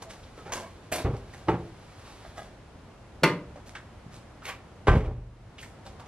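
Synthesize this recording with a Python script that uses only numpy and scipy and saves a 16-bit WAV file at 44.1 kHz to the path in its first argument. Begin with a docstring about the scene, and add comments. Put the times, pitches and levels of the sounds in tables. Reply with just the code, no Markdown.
"""A gritty driveway, with a parked car: someone walks along it, opens the door, leans in, pulls the bonnet release.
The bonnet jumps off its latch with a steel clank; the door slams and booms through the cabin; steps return.
Metal parts are sums of decaying modes plus coloured noise; grit is granular noise; thuds are smooth pulses.
Fence and house give a short echo over a low outdoor rumble; the recorder's gain control ducks on loud peaks."""
import sys
import numpy as np
from scipy import signal
from scipy.fft import rfft, irfft, next_fast_len
from scipy.io import wavfile
from scipy.ndimage import uniform_filter1d, minimum_filter1d

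SR = 44100
rng = np.random.default_rng(int(sys.argv[2]) if len(sys.argv) > 2 else 0)


def dump(signal):
    """Clip the signal to [-1, 1] and save it as 16-bit WAV at the path in sys.argv[1]."""
    limited = np.clip(np.atleast_2d(signal).T, -1, 1)
    pcm = np.round(limited * 32767).astype(np.int16)
    wavfile.write(sys.argv[1], SR, pcm)


N = 268039
TIME = np.arange(N) / SR
RING_S = np.arange(32768) / SR  # time axis of one event
BAND_HZ = 25 * 2 ** (np.arange(29) / 3)  # third-octave centres


def undb(db):
    """Decibels to amplitude gain."""
    return 10 ** (np.asarray(db) / 20)


def at(points, hz):
    """Read (f/Hz, value) points on a log-frequency axis."""
    f, value = np.transpose(points)
    return np.interp(np.log(hz + 1e-9), np.log(f), value)


def unit(x):
    """Scale to rms 1."""
    return x / np.sqrt(np.mean(x ** 2, axis=-1, keepdims=True) + 1e-30)


def burst(x, db):
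    """Give a short sound the energy of 50 ms at this rms level."""
    return x * undb(db) * np.sqrt(.05 * SR / np.sum(x ** 2))


def fade(t60):
    """Exponential decay, 60 dB in t60 seconds."""
    return np.exp(-np.log(1000) * RING_S / t60)


def add(track, s, x):
    """Mix x into the track at time s."""
    i = int(s * SR)
    track[i:i + len(x)] += x[:N - i]


def walk(rate_hz):
    """Slow random curve: normal draws at this rate, joined by straight lines."""
    knots = rng.standard_normal(int(N / SR * rate_hz) + 2)
    return np.interp(TIME * rate_hz, np.arange(len(knots)), knots)


def coloured(x, points, tilt_db=0):
    """Minimum-phase filter with this spectrum, tilted by dB per octave above 500 Hz."""
    size = next_fast_len(len(x) + len(x) // 8, True) // 2 * 2
    hz = np.maximum(np.fft.rfftfreq(size, 1 / SR), 20)
    level_db = at(points, hz) + tilt_db * np.log2(np.maximum(hz, 500))
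    # folding the cepstrum makes the response causal
    cepstrum = irfft(np.log(undb(level_db)))
    cepstrum[1:size // 2] *= 2
    cepstrum[size // 2 + 1:] = 0
    return irfft(rfft(x, size) * np.exp(rfft(cepstrum)))[:len(x)]


def dull(x, hz):
    """First-order low-pass: a softer contact loses the treble."""
    return signal.sosfilt(signal.butter(1, hz, fs=SR, output="sos"), x)


def ring(modes, size=32768):
    """Free vibration after one blow; neighbouring modes swing opposite ways."""
    t = RING_S[:size]
    total = np.zeros(size)
    for k, (hz, db, t60) in enumerate(modes):
        decay = np.exp(-np.log(1000) * t / t60)
        total += (-1) ** k * undb(db) * decay * np.sin(2 * np.pi * hz * t)
    return total


def clatter(colour, t60):
    """Decaying coloured noise: countless short-lived modes of loosely joined parts."""
    return coloured(rng.standard_normal(len(RING_S)) * fade(t60), colour)


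def contact(rise_s):
    """Onset: a blow takes a moment to spread through the metal."""
    return 1 - np.exp(-RING_S / rise_s)


def struck(blows, modes, colour, rise_s):
    """Each blow clatters and rings its part; added damping cuts the ring short. Gives (clatter, ring)."""
    out, tone = np.zeros((2, N)), ring(modes)
    onset = contact(rise_s)
    for s, clatter_db, t60, soft_hz, ring_db, damped_t60 in blows:
        rattle = dull(clatter(colour, t60) * onset, soft_hz)
        ringing = dull(tone * fade(damped_t60) * onset, soft_hz)
        add(out[0], s, burst(rattle, clatter_db))
        add(out[1], s, burst(ringing, ring_db))
    return out


def spread(mid, side, width):
    """Left and right from two unrelated signals; width sets side minus mid per band."""
    side_share = 1 / (1 + undb(-at(width, BAND_HZ)) ** 2)
    mid = coloured(mid, np.column_stack([BAND_HZ, 10 * np.log10(1 - side_share)]))
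    side = coloured(side, np.column_stack([BAND_HZ, 10 * np.log10(side_share)]))
    return np.array([mid + side, mid - side])


# background spectrum: [f/Hz, level/dB per Hz]
OUTDOORS_COLOUR = [(15, -28), (25, -7), (71, -0.5), (98, -0.5), (167, -7), (278, -10), (383, -12.5),
                   (655, -13.5), (1060, -17.5), (1850, -23.5), (11200, -42), (15000, -74)]
# background side minus mid: [f/Hz, level/dB]
OUTDOORS_WIDTH = [(60, -43), (110, -27), (200, -13), (380, -8), (1000, -10), (2400, -4), (4400, -1),
                  (12000, 2)]
OUTDOORS_DB = -48.5


def outdoors():
    """Far-off town rumble and faint hiss: coloured stereo noise with a slight slow swell."""
    mid, side = (coloured(rng.standard_normal(N), OUTDOORS_COLOUR) for _ in range(2))
    swell_db = .4 * walk(3)
    return unit(spread(mid, side, OUTDOORS_WIDTH)) * undb(OUTDOORS_DB + swell_db)


# cloth on the seat, end levels held: [t/s, level/dB]
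RUSTLE_LEVEL = [(1.5, -61), (1.75, -62), (2.05, -54), (2.25, -55), (2.45, -59), (2.65, -84.5)]
# cloth spectrum: [f/Hz, level/dB per Hz]
CLOTH_COLOUR = [(200, 0.5), (900, 11), (2000, 5), (4000, 3), (8000, -5), (11000, -3), (14000, -29)]


def rustle():
    """Cloth rubs unevenly: flickering noise, strongest as someone leans into the car."""
    flutter_db = 1.3 * walk(30)
    level_db = np.interp(TIME, *np.transpose(RUSTLE_LEVEL)) + flutter_db
    return unit(coloured(rng.standard_normal(N), CLOTH_COLOUR)) * undb(level_db)


def crunch(rise_s, t60, grain_db=4.5):
    """Grit under a sole: tiny clicks of very unequal size that swell and die away."""
    sizes = np.repeat(undb(grain_db * rng.standard_normal(len(RING_S) // 32)), 32)
    swell = np.minimum(RING_S / rise_s, 1)
    decay = np.exp(-np.log(1000) * np.maximum(RING_S - rise_s, 0) / t60)
    return rng.standard_normal(len(RING_S)) * sizes * swell * decay


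# soles sliding over grit: [t/s, level/dB, tilt/dB per octave, rise/s]
SCUFFS = [(.085, -46.5, -1.5, 0.019), (.36, -49, -3.5, 0.017), (0.446, -44.5, -5, 0.023),
          (.54, -39, -1, 0.012), (1.322, -50.5, -1.5, 0.017), (2.355, -48, -2.5, 0.019),
          (3.654, -52.5, 0, 0.014), (4.1, -51.5, -1, 0.046), (5.584, -53.5, 3, 0.022),
          (5.844, -54, -2, 0.013), (6.049, -50, -3.5, 0.023)]
SCUFF_T60_S = 0.38
# stones cracking under a heel: [t/s, level/dB]
CRACKS = [(0.02, -49), (.521, -38.5), (.534, -41), (1.165, -60), (2.376, -56), (3.751, -70), (4.452, -50),
          (5.627, -56.5), (5.861, -67), (5.996, -61.5)]
CRACK_RISE_S, CRACK_T60_S, CRACK_TILT_DB_PER_OCTAVE = 0.0017, 0.08, 0.15
# grit spectrum: [f/Hz, level/dB per Hz]
GRIT_COLOUR = [(80, 0), (250, -2.5), (600, -1), (1000, -3), (2200, -5), (4500, -7), (7000, -7),
               (11500, -10.5), (13500, -27), (16000, -52)]
# spectrum of a sole twisting on the spot: [f/Hz, level/dB per Hz]
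TWIST_COLOUR = [(150, -24), (450, -4), (950, -1.5), (2400, -2), (3800, -11), (9000, -16), (12000, -11),
                (14500, -39)]
TWIST_S, TWIST_DB, TWIST_RISE_S, TWIST_T60_S = 4.43, -39, 0.061, 0.18  # before the slam


def steps():
    """Soles slide, crack single stones and twist once on the spot, catching and slipping."""
    out = np.zeros(N)
    for s, db, tilt_db, rise_s in SCUFFS:
        add(out, s, burst(coloured(crunch(rise_s, SCUFF_T60_S), GRIT_COLOUR, tilt_db), db))
    for s, db in CRACKS:
        grit = crunch(CRACK_RISE_S, CRACK_T60_S)
        add(out, s, burst(coloured(grit, GRIT_COLOUR, CRACK_TILT_DB_PER_OCTAVE), db))
    catching = undb(3.5 * walk(160)[:len(RING_S)])
    twist = crunch(TWIST_RISE_S, TWIST_T60_S, grain_db=2) * catching
    add(out, TWIST_S, burst(coloured(twist, TWIST_COLOUR), TWIST_DB))
    return out


# trim and loose stones: [t/s, level/dB, centre f/Hz]
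KNOCKS = [(.024, -50, 780), (.234, -61.5, 3740), (1.335, -55.5, 2000), (3.558, -49.5, 620),
          (3.7515, -44, 1640), (3.7515, -54.5, 2900), (3.7515, -53, 840), (4.42, -52, 1300),
          (4.452, -44.5, 2210), (4.493, -44, 1190), (4.496, -44.5, 2250), (4.518, -55, 2270),
          (4.541, -58, 2260), (5.582, -49.5, 2770), (5.627, -50.5, 1920), (5.862, -50.5, 700),
          (5.863, -57, 4100), (5.996, -50, 910)]
KNOCK_OCTAVES, KNOCK_T60_S, KNOCK_TOP_HZ = 0.31, 0.15, 9000


def knocks():
    """Light contacts, each a noise burst with one broad resonance."""
    out = np.zeros(N)
    hz = np.geomspace(20, SR / 2, 400)
    for s, db, centre_hz in KNOCKS:
        hump_db = -15 * np.log10(1 + (np.log2(hz / centre_hz) / KNOCK_OCTAVES) ** 2)
        knock = clatter(np.column_stack([hz, hump_db]), KNOCK_T60_S) * contact(rise_s=0.00014)
        add(out, s, burst(knock, db))
    return signal.sosfilt(signal.butter(4, KNOCK_TOP_HZ, fs=SR, output="sos"), out)


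# rubber soles: [t/s, length/s, level/dB, pitch f/Hz]
SQUEAKS = [(0.059, 0.052, -49, 655), (0.373, 0.056, -54, 1290), (0.525, 0.019, -45, 6460),
           (0.622, 0.04, -47, 664)]


def squeaks(waver=0.014, sag=0.043):
    """Rubber sticks and slips at a nearly steady pitch, which sags as the squeak swells and stops."""
    out = np.zeros(N)
    for s, length_s, db, hz in SQUEAKS:
        u = np.minimum(RING_S / length_s, 1)
        pitch_hz = hz * (1 + sag * (.5 - u) + waver * walk(144)[:len(u)])
        tone = np.sin(2 * np.pi * np.cumsum(pitch_hz) / SR)
        add(out, s, burst(tone * np.sqrt(u * (1 - u)), db))
    return out


# something loose underfoot: [t/s, length/s, level/dB, pitch factor]
CREAKS = [(0.456, .035, -47, 0.83), (0.497, .02, -49, 0.93), (0.519, .02, -39.5, 1.03),
          (0.561, .025, -42, 1.0), (0.624, .045, -49.5, 1.03)]
# its modes: [f/Hz, level/dB, t60/s]
CREAK_MODES = [(430, -5, 0.088), (662, 2, 0.055), (829, -1.5, 0.064), (980, 5, 0.091), (1092, 2.5, 0.089),
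               (1565, 0.5, 0.084), (1760, -1, 0.049), (2157, -2, 0.072), (2680, -10, 0.067),
               (2855, -11, 0.066)]
SLIPS_PER_S, SLIP_SCATTER_DB, SLIP_PITCH_SCATTER = 150, 0.5, 0.017  # mean rate


def creaks(count=16):
    """Uneven slips ring a loose piece; its pitch shifts with the load on it and from slip to slip."""
    out = np.zeros(N)
    for s, length_s, db, pitch in CREAKS:
        gaps_s = rng.uniform(.3, 1.7, count) / SLIPS_PER_S
        slip_times = np.cumsum(gaps_s) - gaps_s[0]
        slips = np.zeros(N)
        for after_s, (size, bend) in zip(slip_times, rng.standard_normal((count, 2))):
            if after_s <= length_s:
                factor = pitch * (1 + SLIP_PITCH_SCATTER * bend)
                modes = [(hz * factor, mode_db, t60) for hz, mode_db, t60 in CREAK_MODES]
                add(slips, after_s, undb(SLIP_SCATTER_DB * size) * ring(modes, size=6000))
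        add(out, s, burst(slips, db))
    return out


# handle linkage modes: [f/Hz, level/dB, t60/s]
HANDLE_MODES = [(341, 5.5, .23), (621, 9, 0.2), (709, 10, 0.085), (1008, -0.5, 0.21), (1497, -4, 0.18),
                (1790, -10, 0.16), (2120, -4.5, 0.18), (2410, -0.5, 0.12), (2840, -9, .18),
                (3530, -3.5, 0.16), (4301, -4, 0.14), (4640, -8, .1), (5720, -5, .1)]
RODS_S, RODS_LENGTH_S, RODS_DB, RODS_PITCH_SCATTER = .921, .125, -35.5, .08
RODS_FADE_DB, RODS_SCATTER_DB, RODS_TILT_DB_PER_OCTAVE = 13, 4, 2.5


def rods(count=48):
    """Loose rods chatter: many small uneven, weakening contacts, each ringing the linkage its own way."""
    out = np.zeros(len(RING_S))
    draws = rng.standard_normal((count, 3 + len(HANDLE_MODES)))
    for k, (jitter, size, bend, *touch) in enumerate(draws):
        share = (k + 1 + np.tanh(jitter)) / count
        pitch = 1 + RODS_PITCH_SCATTER * bend
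        modes = []
        for (hz, db, t60), d in zip(HANDLE_MODES, touch):
            mode_db = db + RODS_SCATTER_DB * d + RODS_TILT_DB_PER_OCTAVE * np.log2(hz / 1000)
            modes.append((hz * pitch, mode_db, t60 / 2))
        gain = undb(RODS_SCATTER_DB * size - RODS_FADE_DB * share)
        add(out, share * RODS_LENGTH_S, gain * ring(modes, size=4000))
    return out


# slack taken up, linkage tripped, rods rattling: [t/s, clatter level/dB, low-pass f/Hz]
HANDLE_CLACKS = [(.917, -42.5, 9000), (.9215, -34.5, 9000), (.931, -43, 14100), (.938, -40, 6000),
                 (.956, -38, 13000), (.983, -43.5, 6000), (.998, -46.5, 4000), (1.016, -50, 5000)]
# handle clatter spectrum: [f/Hz, level/dB per Hz]
HANDLE_COLOUR = [(100, -1), (400, 2), (750, -4.5), (1200, -0.5), (2500, -4), (4500, -13.5), (8000, -5),
                 (12000, -1.5), (13500, -13), (16000, -30)]
HANDLE_T60_S, HANDLE_RING_DB, HANDLE_DAMPED_T60_S = 0.091, -1, 0.77  # ring re clatter


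def handle():
    """Separate contacts ring the handle linkage, over the chatter of its rods. Gives (clatter, ring)."""
    clacks = [(s, db, HANDLE_T60_S, soft_hz, db + HANDLE_RING_DB, HANDLE_DAMPED_T60_S)
              for s, db, soft_hz in HANDLE_CLACKS]
    out = struck(clacks, HANDLE_MODES, HANDLE_COLOUR, rise_s=0.00046)
    add(out[0], RODS_S, burst(rods(), RODS_DB))
    return out


def thud(push_s):
    """A panel bulges and comes back: one smooth pulse of air."""
    u = np.pi / 2 * (RING_S / push_s - 2)
    return (1 - 2 * u ** 2) * np.exp(-u ** 2)


# cabin air and body shell: [f/Hz, level/dB, t60/s]
CABIN_MODES = [(44, 6, 0.73), (64.4, 4, 0.57), (79.5, -7.5, 0.41), (103, -17, 0.25), (118.2, 2.5, 0.86),
               (156, 1.5, 0.3), (189.6, -9, 0.43), (217.7, -2, 0.34), (243.6, 0, .25)]


def boom(tones, push_s):
    """A push feeds best the cabin modes whose half period is about its length."""
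    ratio = np.array(CABIN_MODES)[:, 0] * push_s * 2
    return (ratio / (1 + ratio ** 2)) ** 3 @ tones


# shell panel spectrum: [f/Hz, level/dB per Hz]
SHELL_COLOUR = [(25, -37), (45, 5.5), (78, 2.5), (100, 3.5), (125, 3), (180, -7), (260, -11), (500, -13),
                (1500, -70)]


def flutter(push_s, t60):
    """The shell panels shake; a short push has no depth."""
    no_depth = signal.butter(3, 1 / (4 * push_s), "high", fs=SR, output="sos")
    return signal.sosfilt(no_depth, clatter(SHELL_COLOUR, t60))


# pushes from door seal, stay, release lever, slam and its bounces:
# [t/s, thud level/dB, push length/s, boom level/dB, flutter level/dB]
THUMPS = [(1.045, -32, 0.0052, -32, -29.5), (1.076, -34.5, 0.0038, -38, -34.5),
          (1.133, -36, 0.0043, -45, -42), (1.487, -43, 0.0027, -43, -48), (1.539, -37, 0.0028, -45, -52),
          (3.2255, -45, 0.0015, -40, -35.5), (4.064, -49, 0.003, -48, -61),
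          (4.885, -16.5, 0.0049, -11.5, -23.5), (4.908, -14, 0.0076, -18, -19.5),
          (4.946, -20.5, 0.0037, -24.5, -22), (4.964, -13.5, 0.0053, -30, -19.5),
          (5.07, -27, 0.0075, -36, -40), (5.108, -35, 0.007, -44, -37), (5.179, -48, 0.0065, -35, -43)]
FLUTTER_T60_S, RUMBLE_DB, RUMBLE_T60_S = 0.18, -12, 1  # rumble re flutter


def cabin():
    """Each slow push thuds, sets the cabin humming and shakes the panels, which rumble on."""
    out, tones = np.zeros(N), np.array([ring([mode]) for mode in CABIN_MODES])
    for s, thud_db, push_s, boom_db, flutter_db in THUMPS:
        add(out, s - push_s, burst(thud(push_s), thud_db))
        add(out, s, burst(boom(tones, push_s), boom_db))
        add(out, s, burst(flutter(push_s, FLUTTER_T60_S), flutter_db))
        add(out, s, burst(flutter(push_s, RUMBLE_T60_S), flutter_db + RUMBLE_DB))
    return out


# unlatching, drop into the stay, two lock stages, trim jolts as the door settles:
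# [t/s, clatter level/dB, low-pass f/Hz, skin ring level/dB]
DOOR_BLOWS = [(1.0464, -37, 895, -37.5), (1.057, -35, 700, -35), (1.078, -53, 400, -43),
              (1.099, -45, 500, -49), (1.137, -44.5, 900, -47.5), (1.473, -45.5, 900, -49),
              (1.4826, -28, 1600, -25), (1.512, -37.5, 1000, -43), (1.539, -38, 700, -37.5),
              (4.8694, -27.5, 3500, -33), (4.881, -18.5, 1920, -27), (4.914, -25.5, 1700, -27),
              (4.931, -28.5, 1700, -39), (4.951, -30.5, 2500, -43), (4.973, -39, 5000, -41),
              (5.003, -42.5, 3500, -42), (5.046, -44.5, 4000, -37), (5.074, -42.5, 500, -36.5),
              (5.106, -48, 900, -44.5), (5.179, -59, 890, -48.5)]
# door skin: [f/Hz, level/dB, t60/s]
DOOR_MODES = [(124.2, 1, 0.77), (146.7, 0, 0.19), (175.6, -2, 0.4), (280.7, -3.5, 0.32), (328.1, 6, 0.28),
              (362.6, 1, 0.42), (400.6, 2, 0.18), (429.6, 3.5, 0.32), (477, -6.5, 0.51), (581, -4.5, 0.38),
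              (612, -4, 0.37), (728, -9, 0.56), (787, 3, 0.19)]
# door clatter spectrum: [f/Hz, level/dB per Hz]
DOOR_COLOUR = [(25, -37), (70, 0), (130, 0.5), (220, -10.5), (350, -1.5), (600, -2), (1000, -3.5),
               (1600, -10), (2300, -11.5), (3100, -16), (4500, -23), (8000, -24), (11000, -23.5),
               (14000, -52)]
DOOR_CLATTER_T60_S, DOOR_DAMPED_T60_S = 0.13, 0.55
# steel stay: [f/Hz, level/dB, t60/s]
STAY_MODES = [(874, 6, 0.14), (906, 1, 0.21), (1228, -9, 0.16), (1310, -3, 0.16), (1566, -18, 0.32),
              (1707, -15.5, 0.26), (1910, -17, 0.23), (2492, -18, 0.21), (2910, -15, .14), (3340, -23, 0.1)]
STAY_S, STAY_DB = 1.4835, -28.5
# lock striker: [f/Hz, level/dB, t60/s]
STRIKER_MODES = [(920, -8, 0.091), (1030, 5, 0.097), (1178, 2, 0.16), (1337, 1, 0.13), (1547, 6, 0.19),
                 (1630, -4, 0.19), (1950, -8, 0.24), (2850, -20, 0.36), (3100, -17, 0.28)]
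STRIKER_S, STRIKER_DB = 4.881, -21.5
# glass and trim rattling on after the slam
RATTLE_S, RATTLE_DB, RATTLE_T60_S, RATTLE_LOWPASS_HZ = 4.953, -32.5, 0.54, 3500


def door():
    """Blows clatter and ring the skin; stay and striker clang; the trim rattles. Gives (clatter, ring)."""
    blows = [(s, db, DOOR_CLATTER_T60_S, soft_hz, ring_db, DOOR_DAMPED_T60_S)
             for s, db, soft_hz, ring_db in DOOR_BLOWS]
    out = struck(blows, DOOR_MODES, DOOR_COLOUR, rise_s=0.0013)
    add(out[1], STAY_S, burst(ring(STAY_MODES) * contact(rise_s=0.0014), STAY_DB))
    add(out[1], STRIKER_S, burst(ring(STRIKER_MODES) * contact(rise_s=0.0022), STRIKER_DB))
    jolts = undb(4.5 * walk(130)[:len(RING_S)])
    rattle = dull(clatter(DOOR_COLOUR, RATTLE_T60_S) * jolts, RATTLE_LOWPASS_HZ)
    add(out[0], RATTLE_S, burst(rattle, RATTLE_DB))
    return out


# hand finding the release lever: [t/s, level/dB]
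LEVER_KNOCKS = [(2.249, -51), (2.262, -53.5), (2.372, -53), (2.379, -44.5), (2.39, -45), (2.418, -53)]
# lever and trim: [f/Hz, level/dB, t60/s]
LEVER_MODES = [(670, 3, 0.061), (818, -6, .05), (1242, -6, .07), (1643, -10, 0.082), (1960, -8, 0.091),
               (3380, -18, .05)]


def lever():
    """A hand knocks the plastic release lever and its trim, ringing their modes."""
    out, tone = np.zeros(N), ring(LEVER_MODES) * contact(rise_s=0.00045)
    for s, db in LEVER_KNOCKS:
        add(out, s, burst(tone, db))
    return out


def rebounds(s, db, ring_db, soft_hz, t60, gap_s, loss_db, ring_loss_db, duller, looser, damped_t60, count):
    """A part strikes repeatedly, each time weaker, duller and looser. Gives rows for struck()."""
    return [(s + k * gap_s, db - k * loss_db, t60 * looser ** k,
             soft_hz * duller ** k, ring_db - k * ring_loss_db, damped_t60)
            for k in range(count)]


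# bonnet panel and catch: [f/Hz, level/dB, t60/s]
BONNET_MODES = [(73, -16, .45), (119.3, -9, .6), (176.8, -1.5, 0.74), (295, -2.5, 0.87), (325, 6.5, 0.23),
                (361.6, -1.5, 0.51), (382, -3.5, 0.57), (473, -11, 0.6), (584, -5, 0.7), (670, 4.5, .1),
                (891, 4.5, 0.21), (970, -4, 0.46), (1070, 3, 0.29), (1212, 2, 0.31), (1470, -2, 0.17),
                (1634, -8, 0.18), (2026, -2.5, 0.34), (2077, 1, .23), (2320, -9, .25), (2700, 0, .15),
                (2920, -6, 0.2), (3402, -22, 0.22), (4000, -10, .15), (4330, -9, 0.15), (4570, -26, 0.18),
                (5550, -22, .23), (5600, -17, .16)]
# bonnet clatter spectrum: [f/Hz, level/dB per Hz]
BONNET_COLOUR = [(30, -46), (70, -20), (170, -0.5), (240, -1.5), (320, 0), (560, -1), (740, -9), (930, 1.5),
                 (1250, -2), (1800, -3.5), (2080, -2), (2650, -5.5), (3000, -8.5), (3200, -13),
                 (3400, -8.5), (3700, -14), (4400, -9.5), (4900, -18), (5600, -14.5), (6100, -22),
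                 (7000, -21.5), (12000, -24), (16000, -30)]
POP_S, POP_DB, POP_RING_DB = 3.2337, -22.5, -21
SHUDDER_AFTER_S, SHUDDER_DB, SHUDDER_T60_S, SHUDDER_LOWPASS_HZ = .012, -29.5, 0.23, 8970


def bonnet_pop():
    """Off its catch, the bonnet chatters on the safety hook, rings and shudders. Gives (clatter, ring)."""
    chatter = rebounds(POP_S, POP_DB, POP_RING_DB, soft_hz=14100, t60=0.019, gap_s=.00437, loss_db=3.9,
                       ring_loss_db=14, duller=0.76, looser=1.3, damped_t60=4.6, count=3)
    out = struck(chatter, BONNET_MODES, BONNET_COLOUR, rise_s=0.0027)
    shudder = dull(clatter(BONNET_COLOUR, SHUDDER_T60_S), SHUDDER_LOWPASS_HZ)
    add(out[0], POP_S + SHUDDER_AFTER_S, burst(shudder, SHUDDER_DB))
    return out


def noise_bands(size):
    """Third-octave bands of fresh noise."""
    full = next_fast_len(size, True)
    thirds = 3 * np.log2((np.fft.rfftfreq(full, 1 / SR) + 1e-9) / BAND_HZ[:, None])
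    band_gain = np.sqrt(np.maximum(1 - abs(thirds), 0))
    return irfft(rfft(rng.standard_normal(full)) * band_gain, full)[:, :size]


# driveway echo re direct sound: [f/Hz, level/dB]
ECHO_LEVEL = [(50, -13.5), (150, -0.5), (400, -3.5), (1200, -9.5), (3000, -10), (11500, -8), (14000, -23)]
# echo decay: [f/Hz, t60/s]
ECHO_T60 = [(100, 0.72), (500, 0.41), (1500, .34), (4000, 0.29), (12000, 0.1)]


def echo(build_s=0.0014):
    """Scatter from fence, ground and house front: decaying noise whose treble dies first."""
    decay = np.array([fade(t60) for t60 in at(ECHO_T60, BAND_HZ)])
    build = 1 - np.exp(-(RING_S / build_s) ** 2)
    band_share = np.gradient(BAND_HZ) / (SR / 2)
    weight = undb(at(ECHO_LEVEL, BAND_HZ)) * np.sqrt(band_share / len(RING_S))
    return weight @ unit(noise_bands(len(RING_S)) * decay * build)


# echo side minus mid: [f/Hz, level/dB]
ECHO_WIDTH = [(60, -86), (200, -34), (500, -26), (1300, -8), (2400, -7.5), (5000, 7), (12000, 8)]


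def place(hidden, panels, lag_s, pan_db, echo_db, panel_echo_db=-11):
    """Hidden parts feed the echo more than open panels; the left microphone hears all lag_s later."""
    scattered = undb(echo_db) * hidden + undb(panel_echo_db) * panels
    response = spread(echo(), echo(), ECHO_WIDTH)
    wet = signal.fftconvolve(scattered[None], response, axes=1)[:, :N]
    pan_gain = undb(np.array([[pan_db], [-pan_db]]) / 2)
    left, right = (hidden + panels) * pan_gain + wet
    size = next_fast_len(N + 64, True)
    delay = np.exp(-2j * np.pi * np.fft.rfftfreq(size, 1 / SR) * lag_s)
    return np.array([irfft(rfft(left, size) * delay, size)[:N], right])


def scene():
    """Bonnet about straight ahead; door and footsteps to the right; cabin central, without echo."""
    small = knocks() + squeaks() + creaks() + lever()
    lock, skin = handle() + door()
    latch, bonnet = bonnet_pop()
    beside = place(lock + steps() + small + rustle(), skin, lag_s=5e-5, pan_db=-0.85, echo_db=-1.5)
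    ahead = place(latch, bonnet, lag_s=-0.000021, pan_db=0.3, echo_db=1.0)
    return outdoors() + beside + cabin() + ahead


def gain_control(x, limit_db=-12.0, hold_s=0.39, recover_db_per_s=22):
    """Loud peaks pull the gain down; it waits, then creeps back."""
    power = uniform_filter1d(np.mean(x ** 2, axis=0), size=256)
    over_db = np.maximum(10 * np.log10(np.maximum(power, 1e-12)) - limit_db, 0)
    half = int(hold_s * SR / 2)
    held_db = -minimum_filter1d(-over_db, 2 * half + 1, origin=half, mode="constant")
    recovery_db = recover_db_per_s * TIME
    cut_db = np.maximum.accumulate(held_db + recovery_db) - recovery_db
    return x * undb(-uniform_filter1d(cut_db, size=64))


def record(dry, low_hz=22, top_hz=16000):
    """The recorder sheds the lowest rumble, rides its gain, rounds the peaks and cuts the top."""
    x = signal.sosfilt(signal.butter(2, low_hz, "high", fs=SR, output="sos"), dry)
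    rounded = np.tanh(gain_control(x))
    return signal.sosfilt(signal.ellip(8, .2, 80, top_hz, fs=SR, output="sos"), rounded)


dry = scene()
out = record(dry)
dump(out)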